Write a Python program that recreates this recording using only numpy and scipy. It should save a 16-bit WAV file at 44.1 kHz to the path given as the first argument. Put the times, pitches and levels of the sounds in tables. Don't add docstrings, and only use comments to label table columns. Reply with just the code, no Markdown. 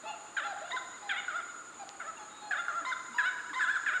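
import sys
import numpy as np
from scipy import signal
from scipy.fft import rfft, irfft
from scipy.io import wavfile

SR = 44100
rng = np.random.default_rng(int(sys.argv[2]) if len(sys.argv) > 2 else 0)


def generate_wav(signal):
    frames = np.transpose(np.atleast_2d(signal))
    scaled = np.clip(frames, -1, 1) * 32767
    pcm = np.round(scaled).astype(np.int16)
    wavfile.write(sys.argv[1], SR, pcm)


N = 176400

# frequency_hz, gain_db
WASH_SPECTRUM = [(20, -22), (70, -4.5), (150, -1.5), (330, 8), (450, 4.5), (800, 3), (1250, 11.5),
                 (1700, 3), (3000, -4.5), (4200, -5), (5700, -17), (7000, -10.5), (10000, -19),
                 (11500, -29.5), (15500, -34.5)]
# centre_hz, width_hz, level_db
CHORUS_BANDS = [(6880, 113, -62.5), (7175, 56, -65.5), (7470, 250, -67.5), (8814, 153, -69),
                (6660, 320, -68.5)]
# start_s, length_s, level_db
INSECT_BUZZES = [(2.113, 0.22, -60.5), (2.613, 0.27, -59.5)]
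# from_s, to_s
CRICKET_RESTS = [(1.83, 1.9), (2.38, 2.45), (2.66, 2.75), (3.41, 3.5)]
# start_s, pitch_hz, swell_s, level_db
THUMPS = [(.742, 466, 0.002, -39.5), (2.814, 298, 0.013, -48.5), (3.094, 235, .025, -51.5),
          (3.504, 303, 0.014, -50.5)]
# delay_s, gain_db
TREE_ECHOES = [(.046, -12.5), (.072, -16), (.14, -19.5), (.205, -17.5), (.31, -19)]
# frequency_hz, decay_s
TREE_DECAY = [(300, 0.1), (900, 1.5), (1500, 0.95), (3500, 0.48), (6200, 3.4), (9000, .5), (15000, .3)]
# start_s, length_s, first_hz, middle_hz, last_hz, level_db,
# overtones_db, bill_hz
COOS = [(0.033, 0.12, 608, 702, 662, -50, 12.5, 2780), (.052, 0.066, 862, 871, 774, -30, -5.5, 2620),
        (0.444, 0.091, 827, 813, 680, -33.5, 0.5, 3700), (0.613, 0.11, 602, 713, 702, -46.5, 8, 3630),
        (1.02, 0.12, 841, 810, 730, -39, -5, 4100), (1.719, 0.085, 900, 873, 785, -52, 0, 3500),
        (1.792, .05, 839, 800, 656, -38, -2.5, 2430), (2.164, .084, 970, 844, 817, -41, 0.5, 2750),
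        (2.415, 0.11, 836, 840, 665, -38.5, -1, 4200), (3.141, 0.11, 934, 991, 1070, -28.5, -13.5, 2850)]
# start_s, held_s, scoop_s, pitch_hz, held_db, crack_db
WHISTLES = [(.704, .061, 0.013, 1028, -36, -40.5), (2.847, 0.071, 0.00823, 1033, -36, -38.5),
            (3.53, .064, 0.0149, 1039, -34.5, -38.5)]
# start_s, fall_s, hang_exponent, rise_s, drop_s, first_hz, dip_hz,
# crest_hz, last_hz, first_db, second_db, overtones_db, bill_hz
YELPS = [(.366, 0.05, 1.13, 0.037, 0.023, 813, 565.5, 688.6, 672, -27, -32, -3.5, 3050),
         (1.091, .06, 0.97, 0.033, 0.024, 841, 638.5, 733.4, 708, -29.5, -33, 7, 3090),
         (1.279, 0.044, 1.44, 0.05, 0.035, 727.7, 598.4, 715.4, 621, -29, -28.5, -12, 3900),
         (1.997, 0.052, 1.34, 0.037, 0.024, 715.5, 560, 665, 613, -33.5, -32.5, -13, 2130),
         (2.508, 0.051, 1.81, 0.041, 0.014, 824, 566, 705.5, 660, -25.5, -27.5, -6, 3590),
         (2.679, 0.048, 1.75, .045, 0.045, 701.2, 589.6, 690, 615, -27.5, -30, -15.5, 4100),
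         (3.181, .049, 1.65, .047, 0.0233, 862, 638.4, 758, 670, -23, -26.5, -4, 3920),
         (3.605, .058, 1.54, 0.061, 0.054, 872, 660, 867.6, 632, -20.5, -22.5, -10.5, 3460),
         (3.86, 0.058, 1.4, 0.038, 0.028, 855, 596.6, 752.5, 677, -25, -27.5, -4.5, 2340)]
# frequency_hz, gain_db
COO_THROAT = [(600, 6.5), (900, -13.5), (1400, -10.5), (1700, -22), (2300, -33), (2750, -20.5),
              (3200, -33.5), (3600, -22.5), (4300, -31.5), (5000, -37.5), (6000, -51.5), (15000, -67)]
WHISTLE_THROAT = [(600, -5), (800, -36.5), (1020, -2), (1500, 7.5), (1850, -2), (2050, -3), (2400, -26),
                  (3050, -23), (3650, -1), (4050, -27), (4600, -23.5), (5150, -27), (5700, -45),
                  (6150, -29), (9000, -41), (15000, -70)]
YELP_THROAT = [(500, -12), (710, -26.5), (860, -39), (1030, -23), (1220, -8.5), (1450, -6.5), (1720, -4),
               (1950, -10.5), (2500, -20.5), (3400, -21), (3700, -19.5), (4500, -47.5), (5200, -39),
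               (5700, -55.5), (7500, -39), (15000, -85.5)]

TOP_HZ = 15750
WASH_DB, TREES_DB, BANK_DB = -53.5, -7, -8
CRICKET_HZ, CRICKET_DB, CHIRP_PERIOD_S, FIRST_CHIRP_S, CHIRP_DUTY = 6848, -56.5, 0.1, 0.093, 0.81
JITTER, JITTER_HZ, RASP, RASP_HZ, FLICKER_DB, FLICKER_HZ = 0.0068, 246, 0.17, 332, 4, 50
SCRATCH_DB, SCRATCH_S, SCRATCH_JITTER, HISS_DB, HALF_HARMONIC_DB = 7, 0.021, 0.02, -27, -13.5
EASE_DB, RELEASE_S = 5, 0.0046
BILL_DB, BILL_WIDTH_HZ, BRIGHT_TOP_HZ = 7.5, 99, 4530
SCOOP, CRACK_RATIO, CRACK_S, CRACK_FALL = 0.1256, .775, 0.0221, 0.185
DIP_DB, DIP_S, OVERSHOOT, OVERSHOOT_S = -10.5, 0.018, 0.0802, 0.00367
STRAIN_HZ, STRAIN_DB_PER_HZ, ROOT_DB = 800, .1, -30


def amp(db):
    return 10 ** (np.asarray(db) / 20)


def unit(x):
    return x / np.sqrt(np.mean(x ** 2) + 1e-20)


def curve(points, hz):
    f, value = np.transpose(points)
    return np.interp(np.log(hz + 1), np.log(f), value)


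def add(mix, start_s, sound):
    part = mix[max(round(start_s * SR), 0):][:len(sound)]
    part += sound[:len(part)]


def noise(shape):
    return unit(irfft(rfft(rng.standard_normal(N)) * shape(np.fft.rfftfreq(N, 1 / SR)), N))


def band(hz, width_hz):
    return noise(lambda f: np.exp(-((f - hz) / (2 * width_hz)) ** 2))


def flutter(rate_hz, n, size=16384):
    rolloff = 1 + (np.fft.rfftfreq(size, 1 / SR) / rate_hz) ** 4
    return unit(irfft(rfft(rng.standard_normal(size)) / rolloff))[:n]


def outdoor_wash():
    return amp(WASH_DB) * noise(lambda hz: amp(curve(WASH_SPECTRUM, hz))) * amp(0.27 * band(0, 5.1))


def insect_chorus():
    out = sum(amp(db) * band(hz, width_hz) for hz, width_hz, db in CHORUS_BANDS)
    for start_s, length_s, db in INSECT_BUZZES:
        swell = np.hanning(round(length_s * SR)) ** .5
        add(out, start_s, amp(db) * swell * band(hz=6610, width_hz=140)[:len(swell)])
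    return out


def cricket():
    t = np.arange(N) / SR
    off_beat = abs(((t - FIRST_CHIRP_S) / CHIRP_PERIOD_S + .5) % 1 - .5)
    gate = np.clip((CHIRP_DUTY / 2 - off_beat) / 0.3 + .5, 0, 1)
    for from_s, to_s in CRICKET_RESTS:
        gate *= (t < from_s) | (t > to_s)
    tone = np.sqrt(2) * np.sin(2 * np.pi * np.cumsum(CRICKET_HZ + 6 * band(0, 9.7)) / SR)
    teeth = 1 + 0.17 * band(110, 36)
    ring = amp(-6) * band(CRICKET_HZ, 5.3)
    return amp(CRICKET_DB) * (gate * tone * teeth + ring)


def distant_peep(start_s=2.27, length_s=0.23, pitch_hz=3770, level_db=-56):
    t, out = np.arange(0, length_s, 1 / SR), np.zeros(N)
    hz = pitch_hz * (1 + 0.016 * flutter(210, len(t)))
    swell = np.hanning(len(t)) ** .5
    add(out, start_s, amp(level_db) * swell * np.sin(2 * np.pi * np.cumsum(hz) / SR))
    return out


def thumps():
    t, out = np.arange(6000) / SR, np.zeros(N)
    for start_s, hz, swell_s, db in THUMPS:
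        envelope = t / swell_s * np.exp(1 - t / swell_s) * np.exp(-(t / (2 * swell_s)) ** 2)
        add(out, start_s, amp(db) * envelope * np.sin(2 * np.pi * hz * t))
    return out


def tick(start_s=1.8912, drive_db=-13.5, grit=0.052, decay_s=0.0013):
    t, out = np.arange(600) / SR, np.zeros(N)
    snap = (t == 0) + grit * rng.standard_normal(len(t)) * np.exp(-t / decay_s)
    bandpass = signal.butter(10, [1700, 6450], "bandpass", fs=SR, output="sos")
    add(out, start_s, amp(drive_db) * signal.sosfilt(bandpass, snap))
    return out


def scatter(t60_of, onset_s, taps_per_s=2500):
    size = 3 * SR // 2
    taps = rng.standard_normal(size) * (rng.random(size) < taps_per_s / SR)
    hz, t, spectrum = signal.stft(taps, SR, nperseg=256)
    envelope = amp(-60 * t / t60_of(hz)[:, None]) * (1 - np.exp(-t / onset_s))
    midrange_gain = np.sqrt(np.sum(taps ** 2) * np.mean(envelope[8] ** 2))
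    return signal.istft(spectrum * envelope, SR, nperseg=256)[1][:size] / midrange_gain


def pond(calls):
    trees = amp(TREES_DB) * scatter(lambda hz: curve(TREE_DECAY, hz), onset_s=0.087)
    bank = amp(BANK_DB) * scatter(lambda hz: np.full_like(hz, 0.12), onset_s=0.0067)
    response = trees + bank
    for delay_s, db in TREE_ECHOES:
        add(response, delay_s, amp(db) * np.array([1, 2, 1]) / 4)
    return calls + signal.fftconvolve(calls, response)[:N]


def throat_and_bill(throat, overtones_db, bill_hz, above_hz):
    def colour(hz):
        shelf = np.clip((hz - above_hz) / 300, 0, 1) * np.exp(-(hz / BRIGHT_TOP_HZ) ** 10)
        bill = np.exp(-((hz - bill_hz) / BILL_WIDTH_HZ) ** 2)
        return curve(throat, hz) + overtones_db * shelf + BILL_DB * bill
    return colour


def voice(hz, level_db, colour, attack_s=0.0035, root_db=0, grit=1):
    n = len(hz)
    t = np.arange(n) / SR
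    scratch = grit * np.exp(-t / SCRATCH_S)
    jitter = (JITTER + SCRATCH_JITTER * scratch) * flutter(JITTER_HZ, n)
    phase = 2 * np.pi * np.cumsum(hz * (1 + jitter)) / SR
    hiss = noise(lambda f: amp(colour(f)) * (f > hz.min()))[:n]
    out = amp(HISS_DB) * hiss * (1 + amp(SCRATCH_DB) * scratch)
    for k in range(1, 17):
        flicker_db = FLICKER_DB * min(k / 4, 1) ** 2 * flutter(FLICKER_HZ, n)
        ease_db = EASE_DB * (k > 2) * (t / t[-1]) ** 6
        gain_db = colour(k * hz) + root_db * (k == 1) + flicker_db - ease_db
        rasp = 1 + RASP * (.5 + 2 * scratch) * flutter(RASP_HZ, n)
        out += amp(gain_db) * (k * hz < TOP_HZ) * np.sin(k * phase) * rasp
        if k > 1:
            half_harmonic = amp(colour((k + .5) * hz) + HALF_HARMONIC_DB) * np.sin((k + .5) * phase)
            out += half_harmonic * scratch * (1 + flutter(RASP_HZ, n))
    envelope = np.minimum(t / attack_s, 1) * np.minimum(t[::-1] / RELEASE_S, 1)
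    return np.sqrt(2) * out * amp(level_db) * envelope


def coo(length_s, first_hz, middle_hz, last_hz, level_db, overtones_db, bill_hz):
    progress = np.arange(0, length_s, 1 / SR) / length_s
    settle_hz = (first_hz - middle_hz) * np.maximum(1 - 2 * progress, 0) ** 1.574
    bend_hz = (last_hz - middle_hz) * np.maximum(2 * progress - 1, 0) ** 2.78
    swell_db = 2.5 * (np.sin(np.pi * progress) - 1)
    colour = throat_and_bill(COO_THROAT, overtones_db, bill_hz, above_hz=1150)
    return voice(middle_hz + settle_hz + bend_hz, level_db + swell_db, colour, attack_s=0.0058, grit=0)


def whistle(held_s, scoop_s, pitch_hz, held_db, crack_db):
    t = np.arange(0, held_s + CRACK_S, 1 / SR)
    cracked = np.clip((t - held_s) / 0.0015 + .5, 0, 1)
    scoop = SCOOP * (1 - np.pi * (t / scoop_s) ** 2) * np.exp(-(t / scoop_s) ** 2)
    sag = 0.046 * np.exp(np.minimum(t - held_s, 0) / 0.0048)
    high_hz = pitch_hz * (1 + scoop - sag)
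    low_hz = pitch_hz * CRACK_RATIO * (1 - CRACK_FALL * (t - held_s) / CRACK_S)
    swell_db = -5 * np.exp(-t / (2 * scoop_s))
    level_db = held_db + (crack_db - held_db) * cracked + swell_db
    return voice(high_hz + (low_hz - high_hz) * cracked, level_db, lambda f: curve(WHISTLE_THROAT, f))


def yelp(fall_s, hang_exponent, rise_s, drop_s, first_hz, dip_hz, crest_hz, last_hz,
         first_db, second_db, overtones_db, bill_hz):
    t = np.arange(0, fall_s + rise_s + drop_s, 1 / SR)
    fall = np.clip(t / fall_s, 0, 1)
    rise = np.clip((t - fall_s) / rise_s, 0, 1)
    drop = np.clip((t - fall_s - rise_s) / drop_s, 0, 1)
    hz = first_hz + (dip_hz - first_hz) * np.sin(np.pi / 2 * fall ** hang_exponent) ** 2
    hz += (crest_hz - dip_hz) * np.sin(np.pi / 2 * rise) ** 2
    hz *= 1 + OVERSHOOT * np.exp(-t / OVERSHOOT_S)
    hz += (last_hz - crest_hz) * drop ** 2.3
    level_db = first_db + (second_db - first_db) * rise + DIP_DB * np.exp(-((t - fall_s) / DIP_S) ** 2)
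    level_db -= STRAIN_DB_PER_HZ * np.maximum(hz - STRAIN_HZ, 0) * rise
    colour = throat_and_bill(YELP_THROAT, overtones_db, bill_hz, above_hz=1623)
    return voice(hz, level_db, colour, root_db=ROOT_DB - second_db)


def rail_duet():
    out = np.zeros(N)
    for call, cues in ((yelp, YELPS), (whistle, WHISTLES), (coo, COOS)):
        for start_s, *settings in cues:
            add(out, start_s, call(*settings))
    return out


def scene():
    duet = pond(rail_duet())
    return (duet + cricket() + insect_chorus() + tick() + distant_peep() + thumps() + outdoor_wash())[None]


def record(dry):
    lowpass = signal.firwin(511, TOP_HZ, window=("kaiser", 9), fs=SR)
    return signal.oaconvolve(dry, lowpass[None], "same")


dry = scene()
out = record(dry)
generate_wav(out)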